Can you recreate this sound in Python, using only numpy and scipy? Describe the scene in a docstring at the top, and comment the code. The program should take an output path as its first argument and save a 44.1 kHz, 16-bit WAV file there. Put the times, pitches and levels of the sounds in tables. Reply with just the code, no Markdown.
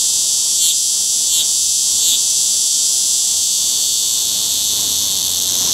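"""A nearby cicada's rasping song is heard at once, over a fainter second cicada and a low rumble with machine hum.
Its two tymbals buckle in turn and pop back about two milliseconds later; every click rings the same body modes.
Three times it speeds up, lifts its abdomen and croaks as it falls, with a low thump as loud clicks overload the
microphone; a fourth rush barely lifts. The song then slows and stumbles. Stone and walls reflect it."""
import sys
import numpy as np
from scipy import signal
from scipy.fft import rfft, irfft, next_fast_len
from scipy.io import wavfile
from scipy.ndimage import map_coordinates

SR = 44100
rng = np.random.default_rng(int(sys.argv[2]) if len(sys.argv) > 2 else 0)


def transcribe(u):
    """Save the signal u as a 16-bit wav file named by the first command-line argument.

    u: samples, shape (n,) or (channels, n), limited to [-1, 1]; the rate is SR.
    q: integer samples, one column per channel.
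    """
    v = np.clip(np.atleast_2d(u).T, -1, 1)
    q = np.round(v * 32767).astype(np.int16)
    wavfile.write(sys.argv[1], SR, q)


N = 252693


def amp(db):
    """Decibel law: the amplitude ratio of a level in dB."""
    return 10 ** (np.asarray(db) / 20)


def unit(x):
    """Normalisation: the signal scaled to rms 1."""
    return x / np.sqrt(np.mean(x ** 2) + 1e-20)


def curves(rows, s):
    """Linear interpolation: each column after the first, read at the values s of the first."""
    first, *columns = np.transpose(rows)
    return [np.interp(s, first, column) for column in columns]


def along(points, hz):
    """Logarithmic frequency axis: (frequency [Hz], value) points joined by lines."""
    f, v = np.transpose(points)
    return np.interp(np.log(hz + 1), np.log(f + 1), v)


def wobble(rate):
    """Slow random modulation: a smooth curve through random knots, rate of them a second."""
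    knots = rng.standard_normal(int(N * rate / SR) + 4)
    return map_coordinates(knots, [np.arange(N) * rate / SR])


def filtered(x, response):
    """Linear filtering: the spectrum of x times a response of frequency."""
    m = next_fast_len(N + 8192)
    return irfft(rfft(x, m) * response(np.fft.rfftfreq(m, 1 / SR)), m)[..., :N]


def shape(t, rise_s, hold_s, fall_s):
    """Raised-cosine envelope: a soft rise and a hold up to t = 0, then a soft fall."""
    ramp = np.interp(t, [-hold_s - rise_s, -hold_s, 0, fall_s], [0, 1, 1, 0])
    return np.sin(np.pi / 2 * ramp) ** 2


# Muscle rhythm without accents: (time [s], rate [cycles/s], pop-back delay [ms])
MUSCLE_RHYTHM = [(0, 132.3, 2.05), (.15, 134, 2.03), (1.83, 134.2, 2.02), (2.5, 132.7, 1.96),
                 (3.42, 127.5, 1.9), (3.47, 124, 1.88), (3.98, 118, 1.83), (4.04, 115, 1.82),
                 (4.7, 105, 1.75), (5.05, 102.5, 1.75), (5.15, 94, 1.75), (5.73, 90, 1.75)]
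# Accents, timed by the fall of the abdomen: (time [s], speed-up share [0-1], lift [0-1],
# added slackness [0-1], swell [dB], croak strength [0-1])
ACCENTS = [(0.713, 0.99, 0.74, 0.1, 2.5, .4), (1.412, .98, 0.68, 0.12, 1.5, 0.63),
           (2.144, .98, 0.46, 0.18, 1.5, 0.64), (2.865, 0.58, .03, 0.1, .2, .01)]
SPEED_UP, POP_LATER_MS = 33, .22  # for a share of 1: added cycles/s, added pop-back delay
RUSH_S, RUSH_HOLD_S, RUSH_END_S = .25, .075, .022  # the rhythm: rise, hold, fall
SAG, REBOUND, REBOUND_S = .16, .11, .08  # shares of the speed-up lost in the hold and undershot after; recovery


def pace(s):
    """Frequency modulation: the tiring rhythm rushes before each accent; gives cycles/s and delay in ms."""
    rate, delay_ms = curves(MUSCLE_RHYTHM, s)
    for at, share, *_ in ACCENTS:
        t = s - at
        sag = SAG * np.clip(1 + t / RUSH_HOLD_S, 0, 1)
        rush = shape(t, RUSH_S, RUSH_HOLD_S, RUSH_END_S) * (1 - sag)
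        rebound = REBOUND * np.clip(t / RUSH_END_S, 0, 1) * np.exp(-np.maximum(t, 0) / REBOUND_S)
        rate = rate + share * SPEED_UP * (rush - rebound)
        delay_ms = delay_ms + share * POP_LATER_MS * rush
    return rate, delay_ms


# The song tires: (time [s], relative song level before accents [dB], slackness before accents [0-1])
TIRING = [(0, -13.5, 0.4), (.7, -15, 0.24), (1.2, -15, 0.23), (1.5, -14.5, 0.3), (2.2, -13.5, 0.38),
          (2.9, -14, 0.21), (3.5, -14, .56), (4.0, -14.5, 0.69), (4.6, -16.5, 0.93), (5.73, -19, 1)]
LIFT_S, LIFT_HOLD_S, LIFT_END_S = 0.093, 0.056, 0.051  # the abdomen: rise, hold, fall
SWELL_S, SWELL_END_S, CROAK_S = 0.27, 0.033, 0.02  # the level: rise, fall; half length of the croak


def posture(s):
    """Variable resonator: each accent swells, slackens while lifting and croaks as the abdomen falls."""
    db, slack = curves(TIRING, s)
    lift = croak = 0
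    for at, _, up, loose, swell_db, force in ACCENTS:
        t = s - at
        db = db + swell_db * shape(t + 0.023, SWELL_S, .005, SWELL_END_S)
        lift = lift + up * shape(t + 0.0086, LIFT_S, LIFT_HOLD_S, LIFT_END_S)
        slack = slack + loose * shape(t + LIFT_HOLD_S, 0.2, .01, LIFT_HOLD_S)
        croak = croak + force * np.exp(-(t / CROAK_S) ** 2)
    return db, np.clip(lift, 0, 1), np.clip(slack, 0, 1), croak


# Decay of the body modes, one entry a mode: (time to fall 60 dB [ms])
MODE_DECAY = [3.92, 4.5, 2.82, 1.58, 3.2, 3.02, 1.5, 2.4]


def clicks(s, mode_db, mode_hz, attack_ms, size=320):
    """Modal superposition: each click at s starts all body modes together, each decaying exponentially."""
    index = np.floor(s * SR).astype(int)[:, None] + np.arange(size)
    t = np.maximum(index / SR - s[:, None], 0)
    ring = 0
    for k, t60_ms in enumerate(MODE_DECAY):
        decay = amp(mode_db[:, [k]] - 6e4 * t / t60_ms)
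        ring = ring + decay * np.sin(2 * np.pi * mode_hz[:, [k]] * t)
    ring = ring * (1 - np.exp(-1e3 * t / attack_ms))
    # overlapping clicks add; samples past the end collect in one spare bin
    return np.bincount(np.clip(index, 0, N).ravel(), ring.ravel(), N + 1)[:N]


# Body modes at rest, with abdomen lifted and slack; one row a mode, levels relative:
# (frequency [Hz], first buckle [dB], first pop-back [dB], second buckle [dB], second pop-back [dB])
BODY_MODES = [
    [(3675, -21.5, -30.5, -40.5, -28), (4983, -14, -31.5, -14.5, -51), (5760, -26, -7.5, -15, -5.5),
     (7630, -3, -31, -1, -31), (9570, -58, -24, -6.5, -32), (11300, -41, -45, -21, -13.5),
     (12800, -20, -19, -19, -33), (14500, -32, -40, -13, -40)],
    [(3564, -11.5, -17, -15.5, -15), (4460, -17.5, -13, -14, -15.5), (6350, -60, -21, -32, -6),
     (7510, 2, -26, -0.5, -15), (9100, -36, -18, -40, -8), (10590, -7, -5, -23, -35),
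     (11870, -21, -23, -9.5, -29), (14700, -27, -29, -28, -30)],
    [(3697, -8.5, -19, -12.5, -17), (4283, -12, -30, -9, -17), (6440, -23, -11, -43, -8.5),
     (7720, -2.5, -10.5, -3, -4), (9600, -29, -23.5, -14, -26.5), (10510, -16.5, -28, -9, -15.5),
     (11770, -29, -36, 1.5, -33), (14600, -48, -35, -53, -22)],
]
# The faster the rhythm, the steadier: (rate [cycles/s], timing scatter outside croaks [ms])
STEADINESS = [(90, .5), (102, .32), (106, .26), (120, .19), (134, .1), (150, .04), (160, .016)]
EVENING = 0.036  # share of a cycle by which the second tymbal falls further behind at full speed
CROAK_MODES_DB = np.array([13.0, -3.0, -5.0, -4, -20, 0, 6, -1])  # change of each mode for a croak of 1


def tymbal(side, turn, pop_late_ms):
    """Snap-through buckling: one click inward a cycle, one back, and a stray rib click, louder in croaks."""
    t = np.arange(N) / SR
    cycles = np.cumsum(pace(t)[0]) / SR
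    s = np.interp(np.arange(int(cycles[-1]) + 1) + turn, cycles, t, right=N / SR)
    rate, delay_ms = pace(s)
    effort_db, lift, slack, croak = posture(s)
    scatter_ms = curves(STEADINESS, rate)[0] + .13 * croak
    luck = rng.standard_normal((len(s), 6 + 3 * len(MODE_DECAY)))
    spread_db = luck[:, 6:].reshape(len(s), 3, -1) * (.6 + 2 * scatter_ms)[:, None, None]

    rest, lifted, loose = np.array(BODY_MODES)
    body = rest + lift[:, None, None] * (lifted - rest) + slack[:, None, None] * (loose - rest)
    # the croak swells the lowest mode and dulls most of the upper ones
    body[..., 1:] += croak[:, None, None] * CROAK_MODES_DB[:, None]
    # a faster rhythm shares the same power among more clicks
    level_db = (effort_db - 10 * np.log10(rate / 133))[:, None]
    hz = body[..., 0]
    inward_db = body[..., 1 + 2 * side] + level_db
    outward_db = body[..., 2 + 2 * side] + level_db

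    # when slow and slack, the second tymbal often hurries after the first, leaving deeper gaps
    hurry_ms = side * np.clip(7 * (scatter_ms - .28) * slack * np.abs(luck[:, 5]), 0, 2)
    s = s + (scatter_ms * luck[:, 0] - hurry_ms) / 1e3
    s = s + side * EVENING * np.clip((rate - 134) / SPEED_UP, 0, 1) / rate
    back_jitter_ms = (.006 + .2 * scatter_ms ** 2) * luck[:, 1]
    back = s + (delay_ms + pop_late_ms + back_jitter_ms) / 1e3
    rib = s + (0.431 + 3.9 * scatter_ms * np.abs(luck[:, 4])) / 1e3

    buckle_db = inward_db + .5 * luck[:, [2]] + spread_db[:, 0]
    pop_db = outward_db + luck[:, [3]] + 1.5 * spread_db[:, 1]
    rib_gain_db = -24 + 14 * croak + 20 * scatter_ms * slack + 4 * luck[:, 5]
    rib_db = inward_db + rib_gain_db[:, None] + spread_db[:, 2]
    buckle = clicks(s, buckle_db, hz, attack_ms=(.045 + .05 * slack)[:, None])
    pop = clicks(back, pop_db, hz, attack_ms=.09)
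    # the pop-back moves the opposite way
    return buckle - pop + clicks(rib, rib_db, hz, attack_ms=0.018)


def cicada():
    """Radiation by a small source: two tymbals just under half a cycle apart, with little sound below 2930 Hz."""
    first = tymbal(0, .01, pop_late_ms=0)
    second = tymbal(1, .452, pop_late_ms=.12)
    high_pass = signal.butter(8, 2930, "high", fs=SR, output="sos")
    return signal.sosfilt(high_pass, amp(14.5) * (first + second))


# Faces of stone close by: (delay [ms], reflection factor [-1 to 1])
STONE_ECHOES = [(1.7, -.08), (2.6, .12), (3.33, -.16), (3.7, .06)]
# One narrow, partial cancellation: (frequency [Hz], width [Hz], depth [0-1])
CANCELLED_BAND = (4760, 140, .7)


def stone(x):
    """Comb filtering: fixed echoes interfere with the direct song, and one narrow band partly cancels."""
    centre, width, depth = CANCELLED_BAND

    def response(hz):
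        comb = 1 + sum(g * np.exp(-2j * np.pi * hz * ms / 1e3) for ms, g in STONE_ECHOES)
        band = 1j * hz * width / (centre * centre - hz * hz + 1j * hz * width)
        return comb * (1 - depth * band)

    return filtered(x, response)


def surroundings(x, t60):
    """Diffuse reverberation: stone and walls scatter the song, differently as the insect shifts."""
    t = np.arange(SR // 8) / SR
    tails = rng.standard_normal((3, len(t))) * amp(-60 * t / t60) * np.minimum(t / 0.00049, 1)
    # wandering shares of the song go to three decaying noise tails
    share = np.array([wobble(5) for _ in tails])
    share = share / np.linalg.norm(share, axis=0)
    wet = signal.fftconvolve(x * share, tails / np.linalg.norm(tails[0]), axes=1)[:, :N].sum(0)
    return filtered(wet, lambda hz: 1 / np.sqrt(1 + (hz / 11500) ** 4))


# Far cicada before the microphone: (time [s], mean level [dB])
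FAR_CICADA = [(0, -33), (3, -33), (4.5, -30), (4.95, -28), (5.02, -25), (5.1, -29), (5.45, -28),
              (5.6, -23.5), (5.73, -23)]


def neighbour():
    """Band-limited noise: a distant cicada smeared to a flickering band with a weak, broad treble."""
    def bands(hz):
        treble = amp(-18) / (1 + ((hz - 12500) / 2500) ** 4)
        return 1 / (1 + ((hz - 6050) / 550) ** 2) + treble

    band = unit(filtered(rng.standard_normal(N), bands))
    level_db = curves(FAR_CICADA, np.arange(N) / SR)[0]
    return amp(level_db + 0.45 * wobble(170)) * band


# Background before thumps and wavering: (time [s], low noise level [dB], hum level [dB])
BACKGROUND_LEVELS = [(0, -42.5, -42), (1, -45, -44.5), (2, -42.5, -40.5), (3.3, -44.5, -43.5),
                     (3.9, -41.5, -41), (4.6, -38, -39.5), (4.8, -35, -32.5), (5.1, -38.5, -38),
                     (5.73, -34.5, -33)]
# Spectrum of rumble and thumps: (frequency [Hz], relative level per Hz [dB])
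LOW_SPECTRUM = [(20, -14), (45, -7), (70, 0), (250, 0.5), (500, -2.5), (1050, -3.5), (1300, -10.5),
                (2000, -12.5), (6000, -15.5), (16000, -37)]
# Machine hum partials, about which each wavers: (frequency [Hz], level against the hum level [dB])
HUM_PARTIALS = [(90, -6.5), (180, -11.5), (262, -12), (413, -14), (760, -18.5), (1065, -15)]
OVERLOAD_THUMP_DB, OVERLOAD_THUMP_S = 7.5, 0.046  # for a croak of 1: thump height and half length


def background():
    """Noise and tones superposed: low rumble and a wavering machine hum; a low, noisy thump under each croak."""
    t = np.arange(N) / SR
    low_db, hum_db = curves(BACKGROUND_LEVELS, t)
    low_noise = unit(filtered(rng.standard_normal(N), lambda hz: amp(along(LOW_SPECTRUM, hz))))
    hum = 0
    for hz, db in HUM_PARTIALS:
        gain = amp(db + 2.4 * wobble(12))
        hum = hum + gain * np.sin(2 * np.pi * np.cumsum(hz + 0.58 * wobble(7.14)) / SR)
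    # loud clicks overload the microphone: drawn as a brief rise of the same low noise
    for at, *_, force in ACCENTS:
        low_db = low_db + OVERLOAD_THUMP_DB * force * np.exp(-((t - at) / OVERLOAD_THUMP_S) ** 2)
    low_db = low_db + 1.37 * wobble(6) + 0.84 * wobble(15)
    return amp(low_db) * low_noise + amp(hum_db) * hum


def scene():
    """Superposition at one point: a single microphone position feeds both channels."""
    song = cicada()
    near = stone(song) + amp(-15) * surroundings(song, t60=.05)
    return np.tile(near + neighbour() + background(), (2, 1))


# Microphone response: (frequency [Hz], gain [dB])
MIC_RESPONSE = [(2400, -1.22), (3400, 4.5), (4400, 3), (5200, 5.5), (6200, 3.5), (7600, 6.5), (9000, 2),
                (11000, 2), (13000, -3.5), (15500, -5)]
TOP_HZ = 15730  # upper band limit


def record(dry):
    """Transducer nonlinearity: the microphone colours, bends loud clicks slightly and limits the band."""
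    heard = filtered(dry, lambda hz: amp(along(MIC_RESPONSE, hz)))
    limited = heard / (1 + np.abs(heard / 1.02) ** 6) ** (1 / 6)
    bent = limited + amp(-40) * heard ** 2  # the square adds slight even-order distortion
    return filtered(bent, lambda hz: (hz > 15) & (hz < TOP_HZ))


dry = scene()
out = record(dry)
transcribe(out)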